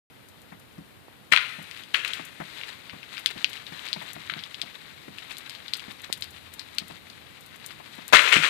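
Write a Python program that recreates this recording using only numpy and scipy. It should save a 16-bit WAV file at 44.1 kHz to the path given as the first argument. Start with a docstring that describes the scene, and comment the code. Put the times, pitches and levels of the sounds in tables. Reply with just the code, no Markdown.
"""Icy trees breaking behind a back yard

Heavy limbs glazed by freezing rain crack three times, the last one tearing away fibre by fibre.
In between, iced twigs snap, the glaze crackles, pellets tick and lumps of ice thud on a hollow roof.
The yard echoes the breaks, and a far engine drones faintly for a while. The left microphone port
(its sound hole) is open; the right one is covered, hears little but bass and is bumped by a finger."""
import sys
import numpy as np
from scipy import signal
from scipy.fft import rfft, irfft
from scipy.io import wavfile

SR = 44100
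rng = np.random.default_rng(int(sys.argv[2]) if len(sys.argv) > 2 else 0)


def pcm_store(signal):
    """Save signal as 16-bit PCM."""
    levels = np.round(np.clip(np.atleast_2d(signal), -1, 1) * 32767)
    wavfile.write(sys.argv[1], SR, levels.astype(np.int16).T)


N = 374409

# The strongest fractures in a limb. Each row: start in seconds, level in dB, pitch in Hz.
LIMB_CRACKS = [(1.3228, -5.5, 2250), (1.3263, -6.5, 3080), (1.3345, -6.5, 2100), (1.3375, -9.5, 2680),
               (1.3629, -6.5, 2740), (1.3745, -10, 2650), (1.9445, -10, 2580), (1.9475, -12, 2720),
               (2.0484, -18, 2740), (4.2977, -20, 2190), (4.3009, -23, 2870), (4.3381, -23, 2490),
               (8.1328, -6, 1630), (8.1385, -2, 2000), (8.1523, -3, 2080), (8.1577, -5, 2060),
               (8.1688, -8, 1940), (8.1928, -7, 2520), (8.3186, -15, 2250), (8.3272, -8, 2230),
               (8.3666, -12, 2480), (8.4354, -14, 2240)]
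# Breaks that shake the whole limb. Each row: start in seconds, ring level in dB, overload thud in dB.
DEEP_BREAKS = [(1.322, -32, -40), (1.334, -29, -34), (8.1255, -22, -40), (8.134, -10.5, -32)]
# Spells of tearing wood. Each row: start in seconds, level in dB, length in seconds.
TEARS = [(1.315, -21, 0.03), (1.938, -23.5, 0.031), (2.044, -29.5, 0.17), (8.127, -7, 0.029),
         (8.212, -19, 0.064), (8.32, -13.5, 0.05), (8.421, -18.5, .06)]
# Iced twigs snapping. Each row: start in seconds, level in dB, pitch in Hz,
# glassy edge in dB compared with the snap.
TWIG_SNAPS = [(1.712, -32, 2600, -18), (1.774, -35.5, 2720, -20), (1.836, -38.5, 3220, -16),
              (2.0784, -26.5, 2570, -14), (2.1345, -22.5, 3370, -17), (2.613, -32, 2700, -28),
              (2.635, -29, 2430, -35), (2.8964, -31.5, 2330, -33), (3.0303, -36, 2700, -34),
              (3.17, -30, 2650, -28), (3.1797, -27.5, 2310, -26), (3.2602, -9.5, 3240, -22),
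              (3.4445, -10, 3080, -46), (3.5316, -30, 3000, -15), (3.5688, -31.5, 2540, -26),
              (3.6667, -32, 3470, -26), (3.878, -33, 3300, -41), (3.8867, -33, 3600, -14.5),
              (3.93, -17, 4000, -27), (4.3911, -31, 3570, -29), (4.4375, -29.5, 3500, -23),
              (4.5441, -28.5, 3450, -23), (4.6162, -20, 3660, -21), (5.1842, -30.5, 2830, -20),
              (5.369, -34.5, 3900, -15), (5.4958, -32, 3880, -11), (5.55, -33, 3400, -23),
              (5.6817, -31.5, 3450, -23), (5.736, -17.5, 4060, -19), (5.7954, -32, 3060, -20),
              (6.1268, -17.5, 3860, -10.5), (6.2229, -22, 4100, -19), (6.5947, -27.5, 4200, -18.5),
              (6.784, -16, 3800, -17.5), (7.1001, -38.5, 3780, -15)]
# Steady crackling of the glaze, swelling after the first breaks. Each row: time in seconds, level in dB.
CRACKLE_LEVELS = [(0.35, -60), (1.3, -59.5), (1.42, -58), (1.78, -42.5), (1.88, -48), (2.35, -45),
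                  (2.58, -34.5), (2.85, -43.5), (3.55, -38.5), (4.03, -38.5), (4.2, -41.5), (4.7, -45),
                  (5.18, -42), (6.5, -45), (7.5, -45.5), (8.0, -41.5)]
# The nearest ice pellets landing. Each row: start in seconds, level in dB.
PELLETS = [(0.2866, -46), (0.4182, -48), (0.597, -49), (1.627, -43), (2.0484, -40), (2.152, -43),
           (2.2516, -38), (3.194, -40), (3.4965, -41), (4.0232, -43), (4.1326, -35), (5.3834, -35),
           (5.7686, -37), (5.9209, -45), (6.0182, -42), (6.1764, -43), (6.2097, -39), (6.2424, -40),
           (6.3069, -43), (6.5382, -36), (6.7485, -44), (6.882, -41), (7.4086, -44), (7.4623, -44),
           (7.5615, -46), (7.6624, -30), (7.9537, -46), (8.0806, -32)]
# Lumps of ice hitting the roof. Each row: start in seconds, boom level in dB, clatter level in dB.
ROOF_THUDS = [(0.519, -48.5, -50), (0.779, -41.5, -73), (1.584, -45.5, -50), (2.192, -44.5, -44.5),
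              (2.4, -39.5, -38.5), (2.929, -45, -49.5), (3.358, -44.5, -54), (3.72, -47.5, -50),
              (3.96, -43, -44.5), (4.012, -55, -44), (4.159, -47, -46), (4.317, -50.5, -51),
              (4.361, -45.5, -49), (4.628, -50.5, -50), (5.078, -44.5, -52), (5.879, -46, -54),
              (6.813, -47, -54), (6.898, -46.5, -49), (7.798, -59, -49), (7.978, -46, -48.5),
              (8.36, -30.5, -44), (8.394, -37.5, -46)]
# A finger bumping the covered port. Each row: start in seconds, peak level in dB.
FINGER_BUMPS = [(1.083, -31), (6.095, -31), (6.1004, -23.5)]
# The far engine swelling and fading. Each row: time in seconds, level in dB.
ENGINE_LEVELS = [(5.9, -80), (6.2, -59), (6.8, -66), (7.6, -74), (8.0, -78)]

# The notes a struck object rings at. Each row: pitch in Hz, level in dB, seconds to fade by 60 dB.
LIMB_MODES = [(610, -3, .035), (760, -6, .035), (1018, -1, .07), (1220, -11, .1), (1547, -11, .1),
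              (1955, -5, .1)]
ROOF_MODES = [(166, 0, .13), (200, 0, .14), (228, -5, .1), (273, -2.5, .16), (318, -11, .08)]
# How long the yard echoes. Each row: frequency in Hz, seconds to fade by 60 dB.
YARD_FADE_TIMES = [(200, 0.45), (1000, 0.64), (2500, 0.74), (6000, 0.45), (14000, 2.43)]

# Tone curves, from bass to treble. Each row: frequency in Hz, level in dB.
WOOD_TONE = [(40, -29), (200, -41), (500, -18), (900, 1.5), (1400, 6.5), (2000, 4), (3000, -2.5), (4000, 2),
             (5200, -13), (7500, -18), (11000, -13), (15000, -25)]  # thick wood cracking
FIBRE_TONE = [(60, -63), (400, 2.5), (900, -5.5), (1400, 1), (2100, 6), (3000, 4.5), (4000, -1.5),
              (5300, -10.5), (8000, -12.5), (11000, -24), (15000, -24)]  # wood fibres tearing
TWIG_TONE = [(100, -47), (900, -18), (1500, -2.5), (2300, 0), (4100, -2), (4800, -1.5), (5800, -10),
             (15000, -70)]  # a thin twig snapping
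SHARD_TONE = [(300, -35), (2500, -11), (4000, -3), (5600, -1.5), (7500, 2), (9500, 0.5), (11500, -8),
              (14500, -5)]  # the ice coat bursting off a twig
GLAZE_TONE = [(80, -15.5), (400, -4.5), (900, -5), (1400, -4), (2100, 1), (3000, -2), (3900, 1), (4700, -8),
              (5700, -16), (8000, -15), (11000, -21), (15000, -19)]  # ice crackling in the treetops
GLASSY_TONE = [(300, -35), (2500, -13), (4000, -5), (5600, -6), (7500, 0), (10000, 0), (14500, -2)]  # pellets landing, and the treble sizzle
CLATTER_TONE = [(60, -44), (150, 1), (400, -5), (650, 16.5), (1400, 8.5), (2200, 10), (4000, -17),
                (9000, -65)]  # a lump of ice breaking up
OPEN_AIR_TONE = [(20, -52), (60, -17), (120, -13.5), (240, -4.5), (400, -10.5), (1000, -11.5), (2500, -13),
                 (4000, -16), (6000, -31), (10000, -26), (14500, -25)]  # background at the open port
COVERED_AIR_TONE = [(20, -31), (60, -5.5), (120, 2.5), (250, -5.5), (500, -10), (1000, -17.5),
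                    (2500, -23.5), (4000, -24.5), (6000, -29), (10000, -26), (14500, -26.5)]  # background at the covered port
COVER_MUFFLING = [(30, -8), (160, 0), (300, -4), (600, -10), (1000, -14), (1400, -22), (2000, -35),
                  (3500, -37), (6000, -35), (15000, -37)]  # the covered port compared with the open one

TEAR_ATTACK_S, TEAR_SAG_DB_PER_S, TEAR_RELEASE_DB_PER_S = .005, 60, 299
STRAY_FIBRES_DB, STRAY_RELEASE_DB_PER_S = -12, 47
FLURRY_DB, FLURRY_ATTACK_S, FLURRY_RELEASE_DB_PER_S = -12, 0.022, 89  # level relative to the scatter
SIZZLE_DB, SIZZLE_ATTACK_S, SIZZLE_RELEASE_DB_PER_S = -77, .08, 9
START_S, CUTOFF_HZ = .1, 14500


def limb_cracks():
    """Thick wood breaks with a low crack, a few vibrations long, that scatters through the treetop."""
    out = np.zeros(N)
    for s, db, hz in LIMB_CRACKS:
        fracture = resonate(rupture(.0013, splinter_db=4), hz, width_hz=1020)
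        shower = resonate(burst(0.019, uneven_db=15.5), hz, width_hz=710)
        direct = level_one(colour(fracture, WOOD_TONE), over_s=0.0029)
        scatter = level_one(colour(shower, WOOD_TONE), over_s=0.002)
        add(out, s, from_db(db) * (direct + from_db(-6) * scatter))
    return out


def deep_breaks():
    """The limb rings like a log as its core gives way; a low thud imitates the recorder overloading."""
    out = np.zeros(N)
    for s, ring_db, overload_db in DEEP_BREAKS:
        blow = rupture(0.001, splinter_db=20)
        ringing = level_one(ring(blow, LIMB_MODES), over_s=0.03)
        overload_thud = level_one(resonate(blow, 170, width_hz=300), over_s=.005)
        add(out, s, from_db(ring_db) * ringing + from_db(overload_db) * overload_thud)
    return out


def tearing():
    """Fibre after fibre gives way: each tear weakens as the strain is spent, then a few strays follow."""
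    fibres = grains(6000, spread_db=3.4, clump_db=2.0, width_hz=1800)
    power = np.zeros(N)
    for s, db, length_s in TEARS:
        tear = envelope(s, TEAR_ATTACK_S, TEAR_RELEASE_DB_PER_S, length_s, TEAR_SAG_DB_PER_S)
        strays = from_db(STRAY_FIBRES_DB) * envelope(s, TEAR_ATTACK_S, STRAY_RELEASE_DB_PER_S)
        power += from_db(db) ** 2 * (tear ** 2 + strays ** 2)
    return np.sqrt(power) * rms_one(colour(fibres, FIBRE_TONE))


def twig_snaps():
    """A thin twig rings for an instant, its ice adds a glassy edge and nearby twigs scatter the snap."""
    out = np.zeros(N)
    for s, db, hz, edge_db in TWIG_SNAPS:
        fracture = resonate(rupture(.0006, splinter_db=-3), hz, width_hz=730)
        shards = rupture(.008, splinter_db=3)
        shower = resonate(burst(0.015, uneven_db=7), hz, width_hz=1450)
        direct = level_one(colour(fracture, TWIG_TONE), over_s=0.0035)
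        edge = level_one(colour(shards, SHARD_TONE), over_s=0.02)
        scatter = level_one(colour(shower, TWIG_TONE), over_s=0.032)
        snap = from_db(db) * (direct + from_db(edge_db) * edge)
        add(out, s, snap + from_db(scatter_db(db)) * scatter)
    return out


def scatter_db(snap_db):
    """A harder snap stirs the nearby twigs more, but not in proportion."""
    return -20 + 0.71 * snap_db


def glaze_crackling():
    """Ice cracks all over the swaying treetops, with a flurry after each snap; far trees just hiss."""
    near = grains(2200, spread_db=2.0, clump_db=5.0, width_hz=810)
    far = rng.standard_normal(N) * from_db(drift(25))
    trees = near + from_db(-1.5) * far
    power = from_db(in_time(CRACKLE_LEVELS)) ** 2
    for s, db, *_ in TWIG_SNAPS:
        flurry = envelope(s, FLURRY_ATTACK_S, FLURRY_RELEASE_DB_PER_S)
        power += (from_db(scatter_db(db) + FLURRY_DB) * flurry) ** 2
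    return np.sqrt(power) * rms_one(colour(trees, GLAZE_TONE))


def pellets():
    """Hard little grains of ice land with a bright tick and skitter."""
    out = np.zeros(N)
    for s, db in PELLETS:
        tick = colour(rupture(.008, splinter_db=2), GLASSY_TONE)
        add(out, s, from_db(db) * level_one(tick, over_s=.007))
    return out


def roof_thuds():
    """A lump of ice breaks up as it lands: the hollow roof booms under a short clatter."""
    out = np.zeros(N)
    soft_start = 1 - np.exp(-np.arange(6000) / SR / .0025)
    for s, boom_db, clatter_db in ROOF_THUDS:
        boom = ring(soft_start * burst(0.0099, uneven_db=3.5), ROOF_MODES)
        clatter = colour(soft_start * burst(0.012, uneven_db=8), CLATTER_TONE)
        add(out, s, from_db(boom_db) * level_one(boom, over_s=0.046))
        add(out, s, from_db(clatter_db) * level_one(clatter, over_s=0.1))
    return out


def finger_bumps():
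    """A finger knocks dully against the covered port."""
    out = np.zeros(N)
    for s, db in FINGER_BUMPS:
        touch = rupture(0.0016, splinter_db=-41)
        knock = colour(resonate(touch, 430, width_hz=2000), COVER_MUFFLING)
        add(out, s, from_db(db) * knock / np.abs(knock).max())
    return out


def treble_sizzle():
    """A faint high hiss lingers after each tear."""
    power = sum(envelope(s, SIZZLE_ATTACK_S, SIZZLE_RELEASE_DB_PER_S) ** 2 for s, *_ in TEARS)
    hiss = grains(5000, spread_db=2.0, clump_db=2.0, width_hz=4000)
    return from_db(SIZZLE_DB) * np.sqrt(power) * rms_one(colour(hiss, GLASSY_TONE))


def sleet():
    """Fainter pellets land all around, blurred by distance."""
    ticks = grains(60, spread_db=11.0, clump_db=6.5, width_hz=1800)
    blurred = signal.oaconvolve(ticks, burst(0.008, uneven_db=4))[:N]
    return from_db(-72.0) * rms_one(colour(blurred, GLASSY_TONE))


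def yard_echoes(x, bands=8):
    """Trees, fences and houses send back grainy echoes; each band of pitches fades at its own speed."""
    t = np.arange(SR) / SR
    edges_hz = np.geomspace(80, 17000, bands + 1)
    echo_sizes = from_db(4.5 * np.repeat(rng.standard_normal(SR), 40)[:SR])
    tail = np.zeros(SR)
    for low, high in zip(edges_hz, edges_hz[1:]):
        band_pass = signal.butter(2, [low, high], "band", fs=SR, output="sos")
        band = signal.sosfilt(band_pass, echo_sizes * rng.standard_normal(SR))
        fade_s = at_hz(YARD_FADE_TIMES, np.sqrt(low * high))
        tail += band * np.exp(-np.log(1000) * t / fade_s)
    tail *= 1 - np.exp(-t / 0.0034)  # the echoes take a moment to build up
    return signal.oaconvolve(x, tail / np.linalg.norm(tail))[:N]


def far_engine():
    """Only the lowest note of the engine carries this far."""
    rumble = resonate(rng.standard_normal(N), hz=84, width_hz=18)
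    note = resonate(rumble, hz=84, width_hz=18)
    return from_db(in_time(ENGINE_LEVELS)) * rms_one(note)


def air(tone, db):
    """Steady distant rumble and hiss."""
    return from_db(db) * rms_one(colour(rng.standard_normal(N), tone))


def rupture(decay_s, splinter_db):
    """One sharp click as the strain lets go, followed by the splinters that it sets off."""
    splinters = burst(decay_s, uneven_db=7)
    clicks = from_db(splinter_db) * splinters / np.linalg.norm(splinters)
    clicks[0] += 1
    return clicks * rng.choice([-1, 1])


def burst(decay_s, uneven_db, size=6000):
    """A dying shower of tiny clicks of uneven size."""
    clicks = rng.standard_normal(size) * from_db(uneven_db * rng.standard_normal(size))
    return clicks * np.exp(-np.arange(size) / SR / decay_s)


def grains(per_s, spread_db, clump_db, width_hz, count=12):
    """Many small clicks, swelling in clumps, each ringing briefly at one of several pitches."""
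    sizes = from_db(spread_db * np.minimum(rng.exponential(1, N), 4))
    signs = rng.choice([-1, 1], N)
    happens = rng.random(N) < per_s / SR
    clicks = sizes * signs * happens * from_db(clump_db * drift(45))
    pitch_choice = rng.integers(0, count, N)
    rings = sum(resonate(clicks * (pitch_choice == k), hz, width_hz * np.sqrt(hz / 3000))
                for k, hz in enumerate(np.geomspace(900, 12000, count)))
    return rms_one(rms_one(rings) + from_db(-5) * rms_one(clicks))


def ring(blow, modes):
    """A struck object rings at all of its natural notes together."""
    return sum(from_db(db) * level_one(resonate(blow, hz, np.log(1000) / np.pi / fade_s), over_s=1)
               for hz, db, fade_s in modes)


def resonate(x, hz, width_hz):
    """Make a sound ring at one pitch; a narrower width rings longer."""
    r = np.exp(-np.pi * width_hz / SR)
    feedback = [1, -2 * r * np.cos(2 * np.pi * hz / SR), r * r]
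    return signal.lfilter(np.array([1, 0, -1]) * (1 - r * r) / 2, feedback, x + 1e-18)


def colour(x, tone, size=2048):
    """Shape the bass and treble of a sound with a tone curve."""
    gains = from_db(at_hz(tone, np.arange(size // 2 + 1) * SR / size))
    cepstrum = irfft(np.log(gains))
    # Folding the second half onto the first keeps the filter from ringing before a click arrives.
    cepstrum[1:size // 2] *= 2
    cepstrum[size // 2 + 1:] = 0
    click_response = irfft(np.exp(rfft(cepstrum)))[:size // 2]
    return signal.oaconvolve(x, click_response)[:len(x)]


def envelope(s, attack_s, release_db_per_s, hold_s=0, sag_db_per_s=0):
    """A loudness curve that rises at s seconds, sags while it is held, then fades away."""
    t = np.maximum(np.arange(N) / SR - s, 0)
    fall_db = sag_db_per_s * np.minimum(t, hold_s) + release_db_per_s * np.maximum(t - hold_s, 0)
    return np.minimum(t / attack_s, 1) * from_db(-np.minimum(fall_db, 120))


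def drift(per_s):
    """A wandering curve that glides to a new random value per_s times a second."""
    values = rng.standard_normal(4096)
    return np.interp(np.arange(N) / SR * per_s, np.arange(len(values)), values)


def in_time(rows):
    """Join rows of time and value with straight lines, giving a value for every sample."""
    return np.interp(np.arange(N) / SR, *np.transpose(rows))


def at_hz(points, hz):
    """Read a curve at any frequency, with the octaves evenly spaced."""
    known_hz, values = np.transpose(points)
    return np.interp(np.log(np.maximum(hz, 1)), np.log(known_hz), values)


def from_db(db):
    """Turn decibels into a number to multiply by."""
    return 10 ** (np.asarray(db) / 20)


def rms_one(x):
    """Scale a sound so that its average strength (rms) is 1."""
    return x / np.sqrt(np.mean(x ** 2) + 1e-20)


def level_one(x, over_s):
    """Scale a short sound so that its energy, spread over this time, has an average strength of 1."""
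    return x * np.sqrt(over_s * SR / (np.sum(x ** 2) + 1e-20))


def add(track, s, sound):
    """Mix a sound into a track, starting at s seconds."""
    start = int(round(s * SR))
    track[start:start + len(sound)] += sound[:max(len(track) - start, 0)]


def scene():
    """All the sounds as they reach the open port on the left and the covered port on the right."""
    limbs = limb_cracks() + deep_breaks() + tearing()
    ice = twig_snaps() + pellets()
    echoes = yard_echoes(from_db(-7.0) * limbs + from_db(-20.0) * ice)
    outdoors = limbs + ice + echoes + glaze_crackling() + treble_sizzle() + sleet()
    outdoors += roof_thuds() + far_engine()
    bumps = finger_bumps()
    lag = int(.0003 * SR)  # the covered port lies farther from the trees
    delayed = np.pad(outdoors, (lag, 0))[:N]
    left = outdoors + air(OPEN_AIR_TONE, db=-51.5)
    right = colour(delayed, COVER_MUFFLING) + air(COVERED_AIR_TONE, db=-52.5) + bumps
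    return np.array([left, right])


def record(dry):
    """The recorder opens after a moment, overloads on the loudest cracks and cuts the highest treble."""
    opened = np.arange(N) / SR > START_S
    overloaded = np.clip(dry * opened, -1, 1)
    low_pass = signal.ellip(10, .1, 80, CUTOFF_HZ, fs=SR, output="sos")
    return signal.sosfilt(low_pass, overloaded)


dry = scene()
out = record(dry)
pcm_store(out)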